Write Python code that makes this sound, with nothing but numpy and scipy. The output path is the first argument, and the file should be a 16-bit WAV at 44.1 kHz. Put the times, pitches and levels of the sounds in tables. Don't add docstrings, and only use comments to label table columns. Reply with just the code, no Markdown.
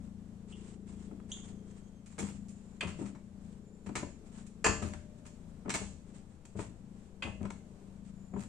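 import sys
import numpy as np
from scipy import signal
from scipy.fft import rfft, irfft, next_fast_len
from scipy.io import wavfile

SR = 44100
rng = np.random.default_rng(int(sys.argv[2]) if len(sys.argv) > 2 else 0)


def unload_wav(signal):
    wavfile.write(
        sys.argv[1],
        SR,
        np.round(np.clip(np.atleast_2d(signal).T, -1, 1) * 32767).astype(np.int16),
    )


N = 373968


def amp(db):
    return 10 ** (np.asarray(db) / 20)


def evened(x):
    return x / np.sqrt(np.mean(x ** 2) + 1e-20)


def read(points, hz):
    f, value = np.transpose(points)
    return np.interp(np.log(hz + 1), np.log(f + 1), value)


def follow(rows):
    s, *columns = np.transpose(rows)
    return [np.interp(np.arange(N) / SR, s, c) for c in columns]


def add(mix, s, sound):
    part = mix[:, max(round(s * SR), 0):][:, :sound.shape[-1]]
    part += sound[..., :part.shape[-1]]


def bins(size):
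    return np.fft.rfftfreq(size, 1 / SR)


def wander(per_s, size):
    knots = rng.standard_normal(int(size / SR * per_s) + 2)
    return evened(np.interp(np.arange(size) / SR * per_s, np.arange(len(knots)), knots))


def causal(db):
    log_gain = np.log(amp(np.r_[db, db[-2:0:-1]]))
    return np.exp(np.conj(signal.hilbert(log_gain)))[:len(db)]


def noise(size, colour=((1, 0), (2, 0))):
    # frequency in Hz, likeness of the channels from 0 to 1.
    likeness = [(60, 1), (130, 0.93), (290, 0.95), (640, 0.35), (1410, 0.18), (3100, 0.033), (6810, 0.02),
                (15000, 0.062)]
    hz = bins(size)
    a, b = rfft(rng.standard_normal((2, size)))
    same = np.clip(read(likeness, hz), 0, 1)
    pair = np.array([a, same * a + np.sqrt(1 - same ** 2) * b])
    return evened(irfft(pair * amp(read(colour, hz)), size))


def blow(colour, bands, levels_db, t60, rise, crack, chatter_db, span=0.011, size=16384):
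    t, hz = np.arange(size) / SR, bins(size)
    contact = amp(chatter_db * wander(498, size) - 60 * t / t60) * (1 - np.exp(-t / rise))
    drive = noise(size) * contact
    drive[:, 0] += crack * np.linalg.norm(drive[0])
    z = rfft(drive) * causal(read(colour, hz))
    for _ in range(2):
        power = 2 * np.mean(abs(z) ** 2, axis=0) / (size * span * SR)
        lift = []
        for (lo, hi), db in zip(bands, levels_db):
            band_db = 10 * np.log10(power[(hz > lo) & (hz < hi)].sum())
            lift.append((np.sqrt(lo * hi), db - band_db))
        z = z * causal(read(lift, hz))
    return irfft(z)


def ring(blows, modes, crowd, crowd_t60, rise, count, split_hz=4, twin_db=-13, damping_spread=0.18,
         jolt=0.072, jolt_s=0.004):
    t, out = np.arange(SR) / SR, np.zeros((2, N))
    hz, db, t60 = np.transpose(modes)[:, :, None]
    tones = amp(db - 60 * t / t60) * np.exp(2j * np.pi * hz * t)
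    beat_hz = split_hz * rng.standard_normal((len(modes), 1))
    start = rng.random((len(modes), 1))
    tones = tones * (1 + amp(twin_db) * np.exp(2j * np.pi * (beat_hz * t + start)))
    hz = np.interp(np.arange(count) + rng.random(count), [0, count], [crowd[0][0], crowd[-1][0]])
    t60 = crowd_t60 * np.exp(damping_spread * rng.standard_normal(count))
    step = amp(-60 / t60 / SR) * np.exp(2j * np.pi * hz / SR)
    weak = np.cumprod(np.broadcast_to(step[:, None], (count, SR)), axis=1)
    gain = amp(read(crowd, hz))
    gain = gain / np.linalg.norm(gain)
    contact = (1 - np.exp(-t / rise)) * (1 + jolt * np.exp(-t / jolt_s))
    for s, clear_db, crowd_db in blows:
        phase = rng.uniform(0, 2 * np.pi, len(modes)) + rng.standard_normal((2, len(modes))) / 2
        clear = amp(clear_db) * (np.exp(1j * phase) @ tones).imag
        phase = rng.uniform(0, 2 * np.pi, count) + rng.standard_normal((2, count))
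        close = amp(crowd_db) * np.sqrt(2) * ((gain * np.exp(1j * phase)) @ weak).imag
        add(out, s, (clear + close) * contact)
    return out


def engine(throb_db=1, upper_db=-1.5, split_hz=290, uneven_db=0.66, jitter_turns=0.00215,
           start_turn=0.2052, echoes=0.21, count=9):
    # time in seconds, firings per second.
    idle = [(0, 28.08), (1.2, 28.08), (1.8, 28.22), (4.2, 28.2), (5.2, 27.97), (7.0, 27.93), (8.48, 27.45)]
    # time in seconds, throb in dB, upper orders in dB.
    throb = [(0, -48, -74), (0.4, -52.5, -65), (0.62, -50, -57.5), (.78, -52, -61), (1.0, -48.5, -61),
             (1.25, -51, -64), (1.55, -49, -60.5), (1.75, -52, -63), (2.0, -54, -76), (2.42, -47, -68),
             (2.72, -55, -68), (3.0, -52, -68), (3.3, -55.5, -66), (3.47, -50, -70), (3.65, -58, -63),
             (4.25, -59, -63), (4.38, -50, -70), (4.5, -53.5, -66), (5.25, -54.5, -79), (5.5, -50.5, -77),
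             (5.95, -59, -72), (6.15, -50.5, -61), (6.33, -61, -80), (6.7, -61, -72), (6.9, -52.5, -68),
             (7.1, -60, -65), (7.55, -51, -69), (7.77, -60, -67), (8.03, -51.5, -72), (8.25, -54.5, -85)]
    # multiple of the firing rate, relative level in dB.
    exhaust = [(1, -6), (2, -2.5), (3, -1), (4, -2), (5, -7), (6, 1), (7, 9.5), (8, 4.5), (9, -5.5),
               (10, -7), (11, -14), (12, -11), (13, -16), (14, -14), (15, -11), (16, -17), (17, -16.5),
               (18, -28), (19, -26), (20, -27)]
    smear_s_per_hz = 7e-5
    turns = start_turn + np.cumsum(follow(idle)[0]) / SR + jitter_turns * wander(23, N)
    order, db = np.transpose(exhaust)
    firing_hz, hz = np.mean(np.array(idle)[:, 1]), bins(size=8192)
    pipe = causal(read(np.c_[order * firing_hz, db], hz))
    pipe = pipe * np.exp(-1j * np.pi * smear_s_per_hz * hz ** 2)
    low, high = np.zeros(N), np.zeros(N)
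    turn, line = np.exp(2j * np.pi * turns), np.ones(N, complex)
    place = np.linspace(0, count - 1, N)
    for k in order:
        line = line * turn
        shift = 1 + echoes * (rng.standard_normal((count, 2)) @ [1, 1j])
        path = pipe[np.searchsorted(hz, k * firing_hz)] * shift
        part = low if k * firing_hz < split_hz else high
        part += (np.interp(place, np.arange(count), path) * line).real
    low_db, high_db = follow(throb)
    both = amp(low_db + throb_db) * evened(low) + amp(high_db + upper_db) * evened(high)
    return both * amp(uneven_db * wander(28, N))


def air(level_db=-56, swell_db=1):
    # frequency in Hz, relative level in dB per Hz.
    colour = [(15, -5), (25, -5), (55, -8), (110, -8), (200, -8), (290, -15.5), (370, -18.5), (500, -19.5),
              (880, -28.5), (2000, -38), (5000, -43.5), (7700, -39.5), (9100, -44.5), (10500, -51.5),
              (15000, -62)]
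    return amp(level_db + swell_db * wander(7.3, N)) * noise(N, colour)


def scrape(grain_db=1.5, clump_db=2, attack_s=0.034, release_s=0.033):
    # start in seconds, length before the release in seconds, level in dB.
    scrapes = [(0.016, .03, -70), (0.472, 0.25, -62), (0.674, 0.032, -61), (0.859, 0.086, -62.5),
               (0.968, 0.093, -66), (1.276, 0.12, -57.5), (1.428, 0.058, -57.5), (1.649, 0.15, -67.5),
               (2.082, 0.057, -64.5), (2.19, 0.13, -56), (2.534, 0.24, -70.5), (2.965, 0.11, -59),
               (3.39, 0.15, -70.5), (4.243, 0.016, -59), (4.304, 0.12, -61.5), (5.165, 0.024, -66.5),
               (5.464, 0.043, -74), (6.046, 0.054, -68), (6.127, 0.064, -63.5), (6.293, 0.024, -69),
               (6.557, 0.09, -56), (6.912, 0.17, -72.5), (7.772, 0.23, -77), (8.037, 0.038, -65),
               (8.363, 0.07, -57.5)]
    # frequency in Hz, relative level in dB per Hz.
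    rub = [(300, -1), (700, 2.5), (1500, -3.5), (2600, -4.5), (4500, -9.5), (6000, -8.5), (7500, 1),
           (9000, -5), (11000, -56), (15000, -77)]
    turning_db, turning_swell_db = -80, -0.5
    t = np.arange(SR // 2) / SR
    power = amp(turning_db + turning_swell_db * wander(7.5, N))[None] ** 2
    for s, length, db in scrapes:
        shape = np.minimum(t / attack_s, 1) * np.exp(-np.maximum(t - length, 0) / release_s)
        add(power, s, (amp(db) * shape) ** 2)
    grains = amp(grain_db * wander(1500, N) + clump_db * wander(70, N))
    return np.sqrt(power) * evened(noise(N, rub) * grains)


def chirps(rise=0.0018, rough=0.077, glide_s=0.014, third_db=-20, flutter_db=4, size=16384):
    # start in seconds, pitch in Hz, level in dB before doubling and colouring, octave in dB
    # relative to the tone, t60 in seconds, glide as a share of the pitch.
    slips = [(0.522, 2950, -54, -25, 0.11, 0.022), (1.316, 3460, -40.5, 1, 0.07, 0.033)]
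    # frequency in Hz, gain in dB.
    pivot_colour = [(2400, -6), (2880, 2), (3100, -4), (3330, 2), (3620, -1), (3800, -5), (4000, 1),
                    (4350, -9), (5100, -24), (6000, -6), (6780, 1), (7120, 2), (7340, -5), (7550, 1),
                    (8020, 1), (8500, -10), (10300, 1), (11000, -20)]
    t, out = np.arange(SR // 4) / SR, np.zeros((2, N))
    for s, hz, db, octave_db, t60, glide in slips:
        pitch = hz * (1 + glide * (.5 - np.exp(-t / glide_s)) + rough * wander(1143, len(t)))
        turn = 2 * np.pi * np.cumsum(pitch) / SR
        tone = np.sin(turn) + amp(octave_db) * np.sin(2 * turn)
        tone = tone + amp(octave_db + third_db) * np.sin(3 * turn)
        grip = evened(amp(flutter_db * np.tanh(wander(360, len(t)))))
        slip = 2 * tone * grip * amp(db - 60 * t / t60) * (1 - np.exp(-t / rise))
        add(out, s, irfft(rfft(slip, size) * causal(read(pivot_colour, bins(size)))))
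    return out


def squeals(arch=.012, waver=.005, flutter_db=4):
    # start in seconds, length in seconds, pitch at the top of the arch in Hz, level in dB.
    songs = [(.85, .47, 3330, -83.5), (.98, .1, 2100, -79), (1.447, .63, 3236, -85.5),
             (1.565, .045, 6350, -74), (1.675, .05, 6340, -76), (1.8, .13, 6850, -79),
             (1.825, .055, 6360, -76), (1.945, .04, 6350, -73), (2.4, .44, 7170, -75.5),
             (3.6, .32, 7180, -76.5), (8.13, .38, 7130, -73)]
    out = np.zeros((2, N))
    for s, length, hz, db in songs:
        size = int(length * SR)
        swing = np.sin(np.pi * np.arange(size) / size)
        pitch = hz * (1 + arch * (swing - 1) + waver * wander(300, SR)[:size])
        gain = amp(db + flutter_db * np.tanh(wander(60, SR)[:size])) * np.sqrt(swing)
        add(out, s, gain * np.sin(2 * np.pi * np.cumsum(pitch) / SR))
    return out


def thuds(trim_db=-1, chatter_db=2):
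    rocks = [(1.11, 0.11, -42.5, -65, -22, -15, -9), (2.185, 0.041, -37.5, -35, -9, -6, -15),
             (2.831, 0.019, -42.5, -36.5, -4, -17, -18), (2.989, 0.022, -39, -35, -10, -11.5, -13.5),
             (3.861, 0.032, -41, -38.5, -7.5, -15, -11), (3.956, 0.071, -43, -41.5, -1.5, -12, -7),
             (4.654, 0.035, -38.5, -35, 3, 2, -0.5), (4.819, 0.027, -34.5, -39.5, -1, -7.5, -9),
             (5.651, 0.028, -38, -38.5, -9.5, -12.5, -10), (5.745, 0.069, -44.5, -44.5, 0.5, 4.5, -1.5),
             (6.551, 0.038, -40, -38.5, -1.5, -11.5, -6.5), (7.246, 0.022, -42.5, -42.5, 1.5, -2.5, -2.5),
             (7.405, 0.031, -36, -41, -4.5, -14, -6.5), (8.333, 0.029, -36, -37.5, -8, -11.5, -10.5)]
    # frequency in Hz, relative level in dB per Hz.
    boards = [(28, -25), (55, 1), (83, 3.5), (120, 1), (160, 1), (205, 6.5), (265, -4.5), (330, -7),
              (450, -11), (800, -17.5), (1400, -28.5), (3000, -42.5), (6000, -81)]
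    bands = [(50, 140), (140, 450), (450, 1400)]  # boom, body and rap, in Hz
    t60 = 0.11
    out = np.zeros((2, N))
    for s, gap, first_db, second_db, boom_db, first_rap_db, second_rap_db in rocks:
        feet = [(s, first_db, first_rap_db, 0.0055, 0.12),
                (s + gap, second_db, second_rap_db, 0.0013, 0.22)]
        for at, db, rap_db, rise, crack in feet:
            levels_db = [db + boom_db, db, db + rap_db]
            add(out, at, blow(boards, bands, levels_db, t60, rise, crack, chatter_db))
    return amp(trim_db) * out


def clanks(trim_db=-3.0, clang_db=-2.5, rise=0.0013, chatter_db=-2.0, crack=0.32):
    # start in seconds, level in dB before the trim, brightness in dB, contact t60 in seconds.
    hits = [(2.061, -60, 4, 0.13), (1.112, -71, -14, .025), (1.2, -68, -11.5, 0.02),
            (2.182, -47.5, -4.5, 0.081), (2.189, -43.5, 5.5, 0.14), (2.485, -63, 8.5, 0.15),
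            (2.808, -49.5, 4, 0.045), (2.828, -45.5, -6.5, 0.068), (2.873, -46.5, -2.5, 0.22),
            (3.057, -57.5, -2, 0.12), (3.15, -63, -9, 0.084), (3.863, -52.5, -3, 0.074),
            (3.891, -58.5, -6, 0.03), (3.9544, -37.5, -2, 0.15), (4.0305, -59.5, -16, 0.02),
            (4.466, -63, 6.5, 0.089), (4.643, -36, 2, 0.055), (4.663, -28.5, -4, 0.04),
            (4.824, -44, -0.5, 0.3), (4.936, -49, -4, 0.033), (5.254, -58, -2, 0.14),
            (5.264, -59.5, 6.5, 0.074), (5.659, -65, -15, 0.023), (5.68, -59, -14, 0.034),
            (5.694, -45, 0.5, 0.024), (5.703, -38.5, 0.5, 0.025), (5.7394, -37.5, 1, 0.052),
            (5.75, -37, 2, 0.071), (5.815, -62, -11, 0.036), (6.453, -59.5, 3.5, 0.036),
            (6.592, -50.5, -6.5, 0.019), (7.224, -47, -1.5, 0.27), (7.453, -52, -8, 0.043),
            (7.504, -49, -3.5, 0.029), (8.337, -64.5, -12, 0.026), (8.345, -72, -9, 0.027),
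            (8.363, -64, -15.5, 0.032), (8.405, -58.5, 4, 0.077)]
    # frequency in Hz, relative level in dB per Hz.
    steel_colour = [(150, -27.5), (250, -5), (457, -10.5), (572, -9.5), (1730, -4), (1950, -2), (2250, 1),
                    (2600, 0.5), (3550, -7.5), (3830, -10.5), (4050, -7), (4460, -11), (5480, -13),
                    (7350, -7), (9520, -16), (11300, -49), (13700, -34), (15400, -55)]
    bands = [(600, 1800), (1800, 4000), (5000, 10000)]  # body, clang and sizzle, in Hz
    out = np.zeros((2, N))
    for s, db, bright_db, t60 in hits:
        levels_db = [db - bright_db, db + clang_db, db + bright_db]
        add(out, s, blow(steel_colour, bands, levels_db, t60, rise, crack, chatter_db))
    return amp(trim_db) * out


def bracket_rings():
    # start in seconds, gain of the clear modes in dB, gain of the crowded modes in dB.
    blows = [(2.19, -57, -63), (3.15, -76, -77), (3.954, -49, -46), (5.695, -49.5, -53), (5.703, -49, -47),
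             (5.74, -47, -43), (7.453, -77, -75), (7.504, -65, -64)]
    # frequency in Hz, relative level in dB, t60 in seconds.
    modes = [(800, -10, .2), (1225, 0, .22), (1700, -5, .22), (1760, -6, .21), (2110, 3, .1),
             (2215, 5, .14), (2400, -3, .12), (3610, -8, .2), (4010, -7, .15), (5100, -7, .15),
             (5745, -4, .2), (5800, -4, .2), (6620, -5, .35), (7320, -4, .25), (7500, -2, .3),
             (7714, 1, .22), (8075, -1, .2)]
    # frequency in Hz, relative level in dB per Hz.
    crowd = [(500, -6), (1300, -3), (1850, -7), (2180, 3), (2700, -30), (4000, -1), (4450, -22),
             (5100, -10), (6200, -11), (6800, -12), (7700, -1), (9300, -7), (11000, -51)]
    return ring(blows, modes, crowd, crowd_t60=0.22, rise=0.00054, count=200, jolt=0.36, jolt_s=0.002)


def rattles(ticks_per_s=130, spread_db=4.5, tick_t60=.014, size=2048):
    # start in seconds, length in seconds, level in dB.
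    runs = [(2.213, 0.096, -58), (2.989, .11, -65), (4.833, 0.075, -63), (6.581, 0.082, -60.5),
            (7.411, .04, -62), (8.386, 0.062, -58)]
    # frequency in Hz, relative level in dB per Hz.
    plates = [(300, -4), (800, 5.5), (1300, 4), (2100, 1.5), (2700, -2), (3800, -11.5), (6000, -9.5),
              (7600, 0.5), (9000, -6), (11000, -52), (15000, -55)]
    t, out = np.arange(size) / SR, np.zeros((2, N))
    density = np.sqrt(SR / size / ticks_per_s)
    for s, length, db in runs:
        count = max(round(length * ticks_per_s), 2)
        place = (np.arange(count) + rng.random(count)) / count
        force = np.sqrt(np.sin(np.pi * place)) * amp(spread_db * rng.standard_normal(count))
        for at, strength in zip(s + place * length, evened(force)):
            tick = evened(noise(size, plates) * amp(-60 * t / tick_t60))
            add(out, at, amp(db) * strength * tick * density)
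    return out


def lever_rings():
    # start in seconds, gain of the clear modes in dB, gain of the crowded modes in dB.
    blows = [(2.8075, -46.5, -37), (3.954, -71, -49), (5.695, -60, -47), (5.703, -66, -62),
             (5.739, -65, -50), (7.2225, -46.5, -39.5)]
    # frequency in Hz, relative level in dB, t60 in seconds.
    modes = [(545, -6.0, 0.45), (598, -18, 2.5), (640, -18, 2.5), (756, -13, 0.3), (813, -16, 0.45),
             (926, -14, 0.45), (1030, -11, 0.45), (1094, -7, 0.3), (1180, -8, 0.39), (1518, -6.5, 0.22),
             (1568, -8, 0.27), (1696, -13, .38), (1809, -5, 0.3), (2058, -1, 0.33), (2420, 3, .1),
             (2464, 0, 0.26), (2498, -2, 0.25), (2555, 1, 0.38), (2600, -11, 0.45), (2660, -12, .5),
             (2700, -7, 0.5), (2735, -11, .5), (2770, -11, .45), (2803, -8, 0.38), (2840, -9, .45),
             (2873, -7, 0.3), (2910, -12, .4), (3025, -8, .36), (3060, -4, 0.2), (3117, 1, 0.17),
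             (3250, -12, .35), (3300, -11, .33), (3400, -11, .3), (3605, -13, .33)]
    # frequency in Hz, relative level in dB per Hz.
    crowd = [(450, -22), (1100, -10), (1700, -4), (1950, -4), (2220, -2.5), (2440, 0.5), (2800, 1),
             (2980, -4), (3130, -0.5), (3500, -6), (3830, -10), (4100, -15.5), (4500, -7), (5300, -24)]
    return ring(blows, modes, crowd, crowd_t60=0.14, rise=0.0019, count=230, jolt=0.93, jolt_s=0.0069)


def frame_rings():
    # start in seconds, gain of the clear modes in dB, gain of the crowded modes in dB.
    blows = [(3.955, -55.5, -46), (4.6435, -31.5, -31.5), (4.663, -50, -37.5), (5.739, -52, -49)]
    # frequency in Hz, relative level in dB, t60 in seconds.
    modes = [(422, -8, .3), (447, 0, 0.38), (486, -10, 0.28), (598, -22, 2.2), (640, -26, 1.8),
             (650, -8, 0.25), (694, -9.5, 0.45), (759, -11, 0.3), (821, -4.5, 0.37), (888, -11, 0.3),
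             (934, -12, 0.38), (1030, -8, 0.5), (1082, -2.5, 0.25), (1180, -5, 0.47), (1250, -4.5, 0.25),
             (1296, -8, 0.26), (1360, -12, .35), (1440, -2.5, 0.28), (1542, -4, 0.33), (1705, 0, 0.36),
             (1782, -1, 0.32), (2004, -11, 0.25), (2056, -11.4, 0.42), (2190, -11, .22), (2462, -3, 0.26),
             (2591, -4.5, 0.27), (2685, -10, 0.25), (2789, -8.5, 0.45), (3042, -14, .4), (3219, -15, .4),
             (4329, -13.5, 0.38), (4405, -15, .35), (4542, -16, 0.35), (4587, -14, 0.38), (4780, -17, .33),
             (4835, -16, .33), (5010, -18, .33), (5238, -20, .4), (6551, -15, .6), (6739, -8, 0.25),
             (6918, -2, 0.25), (7436, -7.5, 0.52), (7607, -9, .25), (8473, -14, .3)]
    # frequency in Hz, relative level in dB per Hz.
    crowd = [(150, -12), (450, -28), (1700, 4), (2250, -22), (2650, 7), (3000, -15), (3550, -36),
             (3830, -46), (4000, -26), (4300, -8.5), (5000, 0), (5400, -21), (5750, -3), (6300, 0),
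             (7000, 8), (7650, 0), (8050, -14), (8600, -9), (9300, -18), (11000, -64)]
    return ring(blows, modes, crowd, crowd_t60=0.31, rise=.0009, count=240)


def workshop(x, build=0.00028):
    # frequency in Hz, t60 in seconds.
    room = [(100, 0.91), (400, 0.38), (1200, 0.26), (3000, 0.45), (7500, 0.52), (14000, 0.18)]
    hz, t, z = signal.stft(noise(SR), SR, nperseg=256)
    tail = signal.istft(z * amp(-60 * t / read(room, hz)[:, None]), SR, nperseg=256)[1]
    tail = tail * (1 - np.exp(-np.arange(tail.shape[1]) / SR / build))
    return signal.fftconvolve(x[None], tail / np.linalg.norm(tail[0]), axes=1)[:, :N]


def scene(thud_room_db=-4, clank_room_db=-4, ring_room_db=-13, pivot_room_db=-3):
    pivot = chirps() + squeals()
    wood = thuds()
    steel = clanks() + rattles()
    rings = bracket_rings() + lever_rings() + frame_rings()
    send = amp(thud_room_db) * wood + amp(clank_room_db) * steel
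    send = send + amp(ring_room_db) * rings + amp(pivot_room_db) * pivot
    return wood + steel + rings + pivot + workshop(send[0]) + scrape() + engine() + air()


def record(dry):
    # frequency in Hz, left minus right in dB.
    lean_db = [(60, 13), (110, 7.5), (200, 8), (380, 6.5), (700, 5), (1290, 4), (2380, 2), (4400, -2.5),
               (8120, -3), (15000, 4.5)]
    # frequency in Hz, lead of the left channel in radians.
    lead = [(60, -.1), (800, -.25), (2400, .3), (3200, -.8), (4200, .2), (6000, 0), (6900, -1.4),
            (7700, -.4), (15000, 0)]
    size = next_fast_len(N + 4096)
    hz = bins(size)
    halves = np.array([[.5], [-.5]])
    lean = amp(halves * read(lean_db, hz))
    ports = lean / lean.mean(axis=0) * np.exp(1j * halves * read(lead, hz))
    heard = irfft(rfft(dry, size) * ports, size)[:, :N]
    low_pass = signal.firwin(511, 15300, window=("kaiser", 9), fs=SR)
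    return signal.oaconvolve(heard, low_pass[None], "same")


dry = scene()
out = record(dry)
unload_wav(out)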